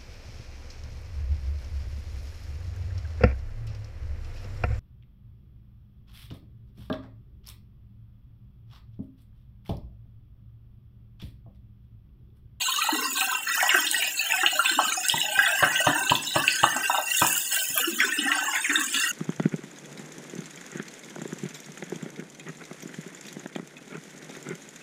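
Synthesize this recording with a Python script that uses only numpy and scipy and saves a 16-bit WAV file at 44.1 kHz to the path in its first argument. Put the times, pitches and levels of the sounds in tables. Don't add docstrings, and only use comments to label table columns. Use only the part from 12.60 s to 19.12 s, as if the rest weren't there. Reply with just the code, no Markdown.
import sys
import numpy as np
from scipy import signal
from scipy.io import wavfile
from scipy.ndimage import uniform_filter1d

SR = 44100
rng = np.random.default_rng(int(sys.argv[2]) if len(sys.argv) > 2 else 0)


def unload_audio(sound):
    columns = np.transpose(np.atleast_2d(sound))
    steps = np.round(np.clip(columns, -1, 1) * 32767)
    wavfile.write(sys.argv[1], SR, steps.astype(np.int16))


N = 287399
T = np.arange(N) / SR

# start_s, length_s, large_db, medium_db, small_db, large_pitch_hz
THRASHES = [(0, 0.007, -37, -59, -24, 1123), (0.042, 0.15, -37.5, -51, -31.5, 1180),
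            (0.201, 0.26, -35.5, -36, -36.5, 1087), (0.55, 0.12, -31.5, -34.5, -33.5, 1007),
            (0.702, 0.05, -30.5, -48, -28.5, 1086), (0.857, 0.1, -31.5, -30, -34, 1344),
            (0.963, 0.23, -33, -28, -37, 1050), (1.119, 0.13, -48, -34, -31.5, 960),
            (1.311, 0.17, -43.5, -37.5, -31, 797), (1.582, 0.24, -47.5, -39, -32.5, 803),
            (1.693, 0.16, -34.5, -29, -36, 806), (1.902, 0.1, -36.5, -35.5, -32, 853),
            (2.028, 0.11, -44.5, -32.5, -27.5, 880), (2.169, 0.16, -32.5, -47, -31.5, 1205),
            (2.424, 0.16, -51, -38, -34, 830), (2.624, 0.44, -36.5, -39, -34, 769),
            (2.738, 0.21, -41, -28, -34, 884), (2.965, 0.15, -36, -28, -38, 1036),
            (3.131, 0.093, -46.5, -26.5, -29.5, 802), (3.237, 0.17, -32, -27.5, -36, 857),
            (3.41, 0.097, -42, -32, -35, 960), (3.739, 0.076, -31, -31.5, -32.5, 1060),
            (3.845, 0.27, -71, -32.5, -38, 1004), (4.01, 0.23, -41, -33, -57, 980),
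            (4.229, 0.018, -64, -27, -26, 1080), (4.3, 0.1, -33.5, -35, -32, 845),
            (4.464, 0.11, -74, -34.5, -27.5, 930), (4.577, 0.19, -50, -35.5, -32.5, 960),
            (4.907, 0.096, -45, -31, -30.5, 802), (5.152, 0.095, -32.5, -33.5, -29.5, 1287),
            (5.381, 0.057, -24.5, -28, -31.5, 1280), (5.451, 0.22, -47, -36.5, -37, 1167),
            (5.622, 0.17, -35.5, -31.5, -45, 970), (5.74, 0.24, -37, -32, -39, 933),
            (6.092, 0.13, -35, -31, -39, 1083), (6.326, 0.16, -38.5, -32, -30, 1110)]


def thrashing():
    simmer_db = (-61, -47.5, -38.5)
    power = amp(simmer_db)[:, None] ** 2 * np.ones(N)
    for start_s, length_s, *levels_db, _ in THRASHES:
        power += amp(levels_db)[:, None] ** 2 * stir_power(start_s, length_s, rise_s=0.021, t60_s=0.23)
    return np.sqrt(power)


def churn(envelopes):
    large = cloud(latest_pitch(THRASHES), octaves=0.526, per_s=150, t60_cycles=44, spread_db=3, glide=0.06)
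    medium = cloud(1739.6, octaves=0.357, per_s=280, t60_cycles=96, spread_db=5, glide=0.0064)
    small = cloud(2993, octaves=0.596, per_s=600, t60_cycles=95, spread_db=5, glide=0.016)
    return sum(level * ringing(size) for level, size in zip(envelopes, [large, medium, small]))


def bubble(hz, t60_s, glide, onset_cycles):
    t = np.arange(int(1.2 * t60_s * SR) + 8) / SR
    cycles = hz * (t + glide * t ** 2 / (2 * t60_s))
    envelope = (1 - np.exp(-(cycles / onset_cycles) ** 2)) * np.exp(-np.log(1000) * t / t60_s)
    return envelope / envelope.max() * np.sin(2 * np.pi * cycles)


def cloud(centre_hz, octaves, per_s, t60_cycles, spread_db, glide):
    out, centre_hz = np.zeros(N), centre_hz * np.ones(N)
    draws = np.random.default_rng(rng.integers(2 ** 31)).random((int(per_s * N / SR), 6))
    for when, up, down, strength, life, climb in draws:
        hz = centre_hz[int(when * N)] * 2 ** (octaves * (up - down))
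        db = spread_db * min(-np.log(1 - strength), 4)
        t60_s = t60_cycles * (0.5 + life) / hz
        add(out, when * N / SR, amp(db) * bubble(hz, t60_s, 2 * glide * climb, onset_cycles=2.23))
    return out


def ringing(bubbles):
    rung = colour(bubbles, ring_colour())
    return steady(shimmer(rung, depth_db=16.5, life_s=0.15, width_hz=100), span_s=0.066)


def ring_colour():
    # centre_hz, width_hz, gain_db
    ring_peaks = [(294, 69, 6), (621, 116, 4), (763.6, 74, 7.5), (1100, 140, 0), (1338, 103, 8.5),
                  (1541.4, 61, 15), (1784, 215, 2), (1931, 55, 12), (2521, 23, 8), (2730, 162, 12.5),
                  (2912, 57, 8), (3080, 68, 6.5), (3450, 380, -0.5), (3678, 77, 8), (4235, 280, 3)]
    hz = np.geomspace(200, 6000, 500)
    power = sum(amp(db) ** 2 / (1 + ((hz - centre_hz) / (width_hz / 2)) ** 2) ** 1.36
                for centre_hz, width_hz, db in ring_peaks)
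    return np.column_stack([hz, 10 * np.log10(power)])


def plops():
    # start_s, peak_db, pitch_hz, t60_s, splash_rel_db
    loud_bubbles = [(0.609, -18, 2520, 0.028, -7.5), (0.2176, -16.5, 2490, 0.035, -14),
                    (0.2878, -14.5, 886, 0.027, -13), (1.0238, -26, 817, 0.19, 4),
                    (1.092, -10.5, 2830, 0.017, -11), (1.1427, -10, 1520, 0.017, -2),
                    (1.267, -21.5, 3260, 0.012, -1), (1.343, -16, 1864, 0.038, -21),
                    (1.4222, -18.5, 2310, 0.025, -4.5), (1.721, -8.5, 2570, 0.0075, -37),
                    (1.8314, -26, 808, 0.11, -17), (1.833, -13, 1390, 0.0075, -7),
                    (1.8618, -3, 2830, 0.0075, -17.5), (1.992, -10, 1358, 0.04, -16.5),
                    (2.058, -11, 2550, 0.011, -14), (2.188, -15, 880, 0.0093, -1),
                    (2.4972, -8, 3120, 0.0089, -17), (2.5389, -17.5, 902, 0.028, -49),
                    (2.6142, -13, 2840, 0.025, -32), (2.7889, -8.5, 1590, 0.041, -7),
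                    (2.861, -24.5, 1520, 0.07, 7.5), (3.028, -15.5, 1185, 0.049, -9),
                    (3.033, -19, 1630, 0.06, 3), (3.159, -12.5, 2800, 0.017, -30),
                    (3.2008, -27.5, 655, 0.074, -2), (3.2665, -15, 916, 0.042, -29),
                    (3.495, -13.5, 3020, 0.015, -6), (3.518, -8, 964, 0.021, -26),
                    (3.552, -13.5, 3400, 0.018, -11.5), (3.7655, -11, 950, 0.0052, -34),
                    (3.879, -4.5, 2650, 0.0084, -20), (4.0327, -12, 2890, 0.014, -13),
                    (4.038, -8.5, 843, 0.014, -22), (4.0382, -7.5, 1160, 0.018, -15),
                    (4.162, -19, 804, 0.029, -7.5), (4.2964, -13, 934, 0.019, -5),
                    (4.343, -22, 944, 0.03, -1), (4.3827, -14, 800, 0.0095, -10),
                    (4.616, -19, 970, 0.057, -3.5), (4.646, -14, 937, 0.015, -24),
                    (5.4026, -9, 2220, 0.0067, -46), (5.588, -18, 2940, 0.058, -9),
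                    (5.716, -16.5, 2800, 0.013, -9), (5.717, -15.5, 1910, 0.027, -5),
                    (6.156, -13.5, 1780, 0.016, -22), (6.157, -13.5, 3610, 0.042, -37),
                    (6.342, -19.5, 3010, 0.025, -2.5)]
    out = np.zeros(N)
    for start_s, db, hz, t60_s, splash_rel_db in loud_bubbles:
        add(out, start_s, amp(db) * bubble(hz, t60_s, glide=0.085, onset_cycles=2.77))
        add(out, start_s, amp(db + splash_rel_db) * splash(hz))
    return out


def splash(hz):
    band = [(hz * 0.33, -28), (hz, 0), (hz * 1.29, 0), (hz * 1.96, -24)]
    rush = burst(band, attack_s=0.0014, decay_s=0.008, wash_db=-21, wash_s=0.023)
    rung = colour(rush, ring_colour())
    return rung * rush.std() / rung.std()


def burst(spectrum, attack_s, decay_s, wash_db, wash_s):
    t = np.arange(SR // 3) / SR
    envelope = (1 - np.exp(-t / attack_s)) * (np.exp(-t / decay_s) + amp(wash_db) * np.exp(-t / wash_s))
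    noise = rng.standard_normal(len(t))
    return colour(noise * envelope / envelope.max(), spectrum) / colour(noise, spectrum).std()


def tail_slaps():
    # start_s, level_db, slosh_rel_db
    slaps = [(2.534, -32.5, -4), (2.771, -41.5, 2), (3.02, -28, 9.5), (3.262, -24.5, 8), (3.505, -24, -3),
             (3.753, -28, 9), (4.026, -26.5, 2.5), (4.612, -26, 8), (5.093, -43, -11)]
    # freq_hz, gain_db
    thump_spectrum = [(45, -43), (80, -20), (112, -2), (170, 0), (300, 6), (450, -9.5), (900, -58)]
    # freq_hz, gain_db
    slosh_spectrum = [(250, -20), (450, -7), (950, -10), (1500, -21), (3000, -19.5), (8000, -36)]
    # pitch_hz, level_re_slosh_db, t60_s
    hollow_modes = [(288, -19.5, 0.031), (581, -8.5, 0.029), (1000, -3, 0.04), (1218, -3, 0.059)]
    out = np.zeros(N)
    for start_s, db, slosh_rel_db in slaps:
        thump = burst(thump_spectrum, attack_s=0.015, decay_s=0.012, wash_db=-20.5, wash_s=0.1)
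        add(out, start_s, amp(db - 6) * thump)
        add(out, start_s + 0.0026, amp(db - 0.5) * bubble(124, 0.033, glide=0.26, onset_cycles=1.3))
        slosh = burst(slosh_spectrum, attack_s=0.0052, decay_s=0.005, wash_db=-25, wash_s=0.043)
        add(out, start_s + 0.00343, amp(db + slosh_rel_db - 3) * colour(slosh, ring_colour()))
        for hz, mode_db, t60_s in hollow_modes:
            ring = bubble(hz, t60_s, glide=0.05, onset_cycles=2.8)
            add(out, start_s + 0.00526, amp(db + slosh_rel_db + mode_db) * ring)
    return out


def gulps(large_envelope):
    # start_s, peak_db, pitch_hz
    air_pockets = [(0.323, -21.5, 307), (1.139, -26.5, 365), (1.827, -32, 353), (2.108, -34, 330),
                   (2.167, -29, 288), (3.28, -24.5, 279), (3.811, -33.5, 285), (4.152, -32.5, 258),
                   (5.195, -35, 490), (5.272, -22, 333), (5.439, -31, 393), (5.582, -25.5, 296),
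                   (5.647, -26, 277), (6.091, -27.5, 288), (6.174, -29, 306), (6.347, -34.5, 268)]
    stirred_rel_db, gurgle_rel_db = -27, -12
    out, power = np.zeros(N), (amp(stirred_rel_db) * large_envelope) ** 2
    for start_s, db, hz in air_pockets:
        add(out, start_s, amp(db) * bubble(hz, t60_s=0.11, glide=0.02, onset_cycles=2.2))
        power += amp(db + gurgle_rel_db) ** 2 * stir_power(start_s, 0, rise_s=0.027, t60_s=0.98)
    gurgle = cloud(307.3, octaves=0.51, per_s=87, t60_cycles=15.2, spread_db=-3, glide=0.29)
    return out + np.sqrt(power) * ringing(gurgle)


def sips():
    # start_s, peak_db, pitch_hz
    blips = [(0.082, -20.5, 1020), (0.183, -19.5, 1175), (0.219, -20.5, 1284), (0.45, -21.5, 1028),
             (0.565, -27, 1510), (0.692, -20.5, 1520), (0.724, -22.5, 1272), (1.592, -18.5, 2566),
             (2.042, -25, 1014), (2.092, -16.5, 1514), (2.249, -20, 1246), (2.372, -24, 736),
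             (2.448, -23.5, 1495), (2.83, -18, 1920), (2.858, -19.5, 3350), (3.837, -20.5, 1517),
             (3.997, -20, 1550), (5.521, -19, 1806), (5.678, -17, 1760), (5.878, -23.5, 1070),
             (6.435, -18, 1890)]
    out = np.zeros(N)
    for start_s, db, hz in blips:
        add(out, start_s, amp(db) * bubble(hz, t60_s=0.038, glide=0.08, onset_cycles=7.2))
    return out


def fin_swirls():
    # start_s, level_db, start_pitch_hz
    hollows = [(1.002, -24, 2296), (1.1, -22, 2470), (5.403, -22, 2190), (5.951, -24.5, 2360),
               (6.043, -24, 2525), (6.094, -22.5, 2253)]
    life_s, floor_ratio, pole_width_hz = 0.041, 0.58, 320
    out, t = np.zeros(N), np.arange(int(2 * life_s * SR)) / SR
    age = t / life_s
    envelope = (1 - np.exp(-t / 0.0012)) * np.exp(-2 * age ** 2)
    pole = np.exp(-np.pi * pole_width_hz / SR)
    for start_s, db, hz in hollows:
        cycles = np.cumsum(hz * (floor_ratio + (1 - floor_ratio) * np.exp(-2 * age))) / SR
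        noise = rng.standard_normal(len(t)) + 1j * rng.standard_normal(len(t))
        baseband = signal.lfilter([1], np.poly([pole, pole]), noise)
        ring = steady((baseband * np.exp(2j * np.pi * cycles)).real, span_s=0.012)
        add(out, start_s, amp(db) * envelope / envelope.max() * ring)
    return out


def tinkles():
    # start_s, length_s, level_db, pitch_hz
    showers = [(0, 0.37, -34.5, 4030), (0.426, 0.023, -32, 4690), (0.545, 0.06, -32, 3920),
               (0.914, 0.4, -39, 5470), (1.28, 0.19, -41.5, 3980), (1.566, 0.03, -30, 4110),
               (1.9, 0.24, -41, 4140), (2.29, 0.11, -33, 6890), (2.498, 0.14, -32.5, 3610),
               (3.655, 0.081, -32.5, 3850), (3.869, 0.074, -33, 4490), (5.395, 0.026, -34, 5490),
               (6.333, 0.074, -39, 4600)]
    power = sum(amp(db) ** 2 * stir_power(start_s, length_s, rise_s=0.013, t60_s=0.24)
                for start_s, length_s, db, _ in showers)
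    pitch_hz = latest_pitch(showers)
    tiny = cloud(pitch_hz, octaves=0.162, per_s=660, t60_cycles=390, spread_db=7.5, glide=0.0061)
    return np.sqrt(power) * steady(tiny, span_s=0.072)


def near_drops():
    # start_s, peak_db, pitch_hz
    drops = [(0.162, -15, 6500), (1.0261, -13, 7700), (1.3134, -7, 8400), (2.4845, -6, 8000),
             (2.6045, -15, 7700), (4.1656, -16, 6800), (4.6669, -9, 7500), (4.7273, -8.5, 9800),
             (5.1769, -4.5, 11800)]
    out = np.zeros(N)
    for start_s, db, hz in drops:
        add(out, start_s, amp(db) * bubble(hz, t60_s=0.003, glide=0, onset_cycles=1))
        band = [(hz * 0.7, -9), (hz, 0), (hz * 1.96, -7)]
        mist = burst(band, attack_s=0.0004, decay_s=0.002, wash_db=-12, wash_s=0.018)
        add(out, start_s, amp(db - 15) * mist)
    return out


def falling_water(small_envelope):
    # time_s, fizz_db, finest_db
    fall_levels = [(0, -33, -41.5), (.3, -36, -39.5), (.6, -32, -34.5), (.8, -39.5, -42), (1.0, -32.5, -36),
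                   (1.35, -34, -38.5), (1.9, -35.5, -40.5), (2.52, -33, -42), (2.7, -37, -40),
                   (3.25, -34, -40), (3.82, -35, -42), (3.96, -31.5, -42.5), (4.45, -37.5, -40.5),
                   (4.58, -29, -31), (5.05, -31.5, -31.5), (5.3, -35.5, -37.5), (5.65, -35, -44.5),
                   (6.3, -31.5, -42), (6.52, -34, -43)]
    # freq_hz, gain_db
    fizz_spectrum = [(3900, -6.5), (4450, -8), (5000, 3.5), (5450, 1.5), (5950, -8.5), (6620, 8.5),
                     (7750, 7), (9500, 6.5), (11500, -10.5)]
    # freq_hz, gain_db
    finest_spectrum = [(8000, -27.5), (10000, 6), (11700, 3.5), (13500, 9), (15300, 14.5), (16000, 3)]
    gush_above_db, far_patter_db = -33, -55.5
    time_s, *levels_db = np.transpose(fall_levels)
    fizz_db, finest_db = (np.interp(T, time_s, db) for db in levels_db)
    flurries = unit_rms(uniform_filter1d(uniform_filter1d(rng.standard_normal(N), 900), 500))
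    drops = droplet_ticks(per_s=3200, spread_db=4) * amp(2.1 * flurries)
    plinks = cloud(6700, octaves=0.7, per_s=460, t60_cycles=490, spread_db=2.5, glide=0)
    fizz = colour(unit_rms(drops) + amp(4.5) * unit_rms(plinks), fizz_spectrum)
    fizz = steady(shimmer(fizz, depth_db=11, life_s=0.26, width_hz=85), span_s=0.23)
    finest = shimmer(colour(drops, finest_spectrum), depth_db=12, life_s=0.12, width_hz=130)
    gush = steady(colour(drops, [(6000, -6), (7000, 10), (10000, -2.5)]), span_s=0.18)
    gush_share = np.clip((fizz_db - gush_above_db) / 5, 0, 1)
    coarse = np.sqrt(1 - gush_share) * fizz + np.sqrt(gush_share) * gush
    fall = amp(fizz_db) * coarse + amp(finest_db) * steady(finest, span_s=0.95)
    far_patter = unit_rms(colour(drops, [(3700, 1.5), (5800, -11)]))
    return fall * unit_rms(small_envelope ** 0.31) + amp(far_patter_db) * far_patter


def droplet_ticks(per_s, spread_db):
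    impulses = (rng.random(N) < per_s / SR) * rng.choice([-1, 1], N)
    return impulses * amp(spread_db * np.minimum(rng.exponential(1, N), 6))


def bank_echoes(x, t60_s, count=400):
    taps, delays = np.zeros(SR // 4), rng.integers(SR // 250, SR // 4, count)
    taps[delays] = rng.standard_normal(count) * np.exp(-np.log(1000) * delays / SR / t60_s)
    return signal.oaconvolve(x, taps / np.linalg.norm(taps))[:N]


def still_air():
    # freq_hz, gain_db
    air_spectrum = [(25, -10), (60, 1.5), (300, 8), (1000, 7), (4000, -26), (16000, -29)]
    return amp(-57) * unit_rms(colour(rng.standard_normal(N), air_spectrum))


def stir_power(start_s, length_s, rise_s, t60_s):
    age_s = T - start_s
    release = amp(-60 * np.clip((age_s - length_s) / t60_s, 0, 2))
    return np.clip(age_s / rise_s, 0, 1) ** 2 * release ** 2


def latest_pitch(table):
    rows = np.array(table)
    return rows[np.maximum(np.searchsorted(rows[:, 0], T) - 1, 0), -1]


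def shimmer(x, depth_db, life_s, width_hz):
    hz, t, spectra = signal.stft(x, SR, nperseg=1024, noverlap=768)
    per_s, per_hz = np.fft.fftfreq(len(t), t[1]), np.fft.fftfreq(len(hz), hz[1])[:, None]
    blur = np.exp(-(per_s * life_s) ** 2 - (per_hz * width_hz) ** 2)
    field = unit_rms(np.fft.ifft2(np.fft.fft2(rng.standard_normal(spectra.shape)) * blur).real)
    return signal.istft(spectra * amp(depth_db * np.tanh(field)), nperseg=1024, noverlap=768)[1][:N]


def colour(x, spectrum, size=4096):
    hz, db = np.transpose(spectrum)
    octave = np.log2(np.maximum(abs(np.fft.fftfreq(size, 1 / SR)), 5))
    beyond = abs(octave - np.clip(octave, np.log2(hz[0]), np.log2(hz[-1])))
    log_gain = np.log(amp(np.maximum(np.interp(octave, np.log2(hz), db) - 24 * beyond, -90)))
    taps = np.fft.ifft(np.exp(np.conj(signal.hilbert(log_gain)))).real
    return signal.oaconvolve(x, taps)[:len(x)]


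def steady(x, span_s):
    window = signal.windows.hann(max(int(span_s * SR), 9))
    power = abs(signal.oaconvolve(x ** 2, window / window.sum(), "same"))
    return x / np.sqrt(power + 1e-4 * np.mean(x ** 2))


def amp(db):
    return 10 ** (np.asarray(db) / 20)


def unit_rms(x):
    return x / np.sqrt(np.mean(x ** 2) + 1e-20)


def add(mix, start_s, sound):
    part = mix[max(round(start_s * SR), 0):][:len(sound)]
    part += sound[:len(part)]


def scene():
    large, medium, small = thrashing()
    water = churn([large, medium, small]) + gulps(large) + tinkles() + falling_water(small)
    events = plops() + sips() + fin_swirls() + tail_slaps() + near_drops()
    air = still_air()
    return (water + events + amp(-6.5) * bank_echoes(events, t60_s=0.32) + air)[None]


def record(dry):
    cutoff_hz = 15750
    return signal.oaconvolve(dry, signal.firwin(401, cutoff_hz, window=("kaiser", 8), fs=SR)[None], "same")


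dry = scene()
out = record(dry)
unload_audio(out)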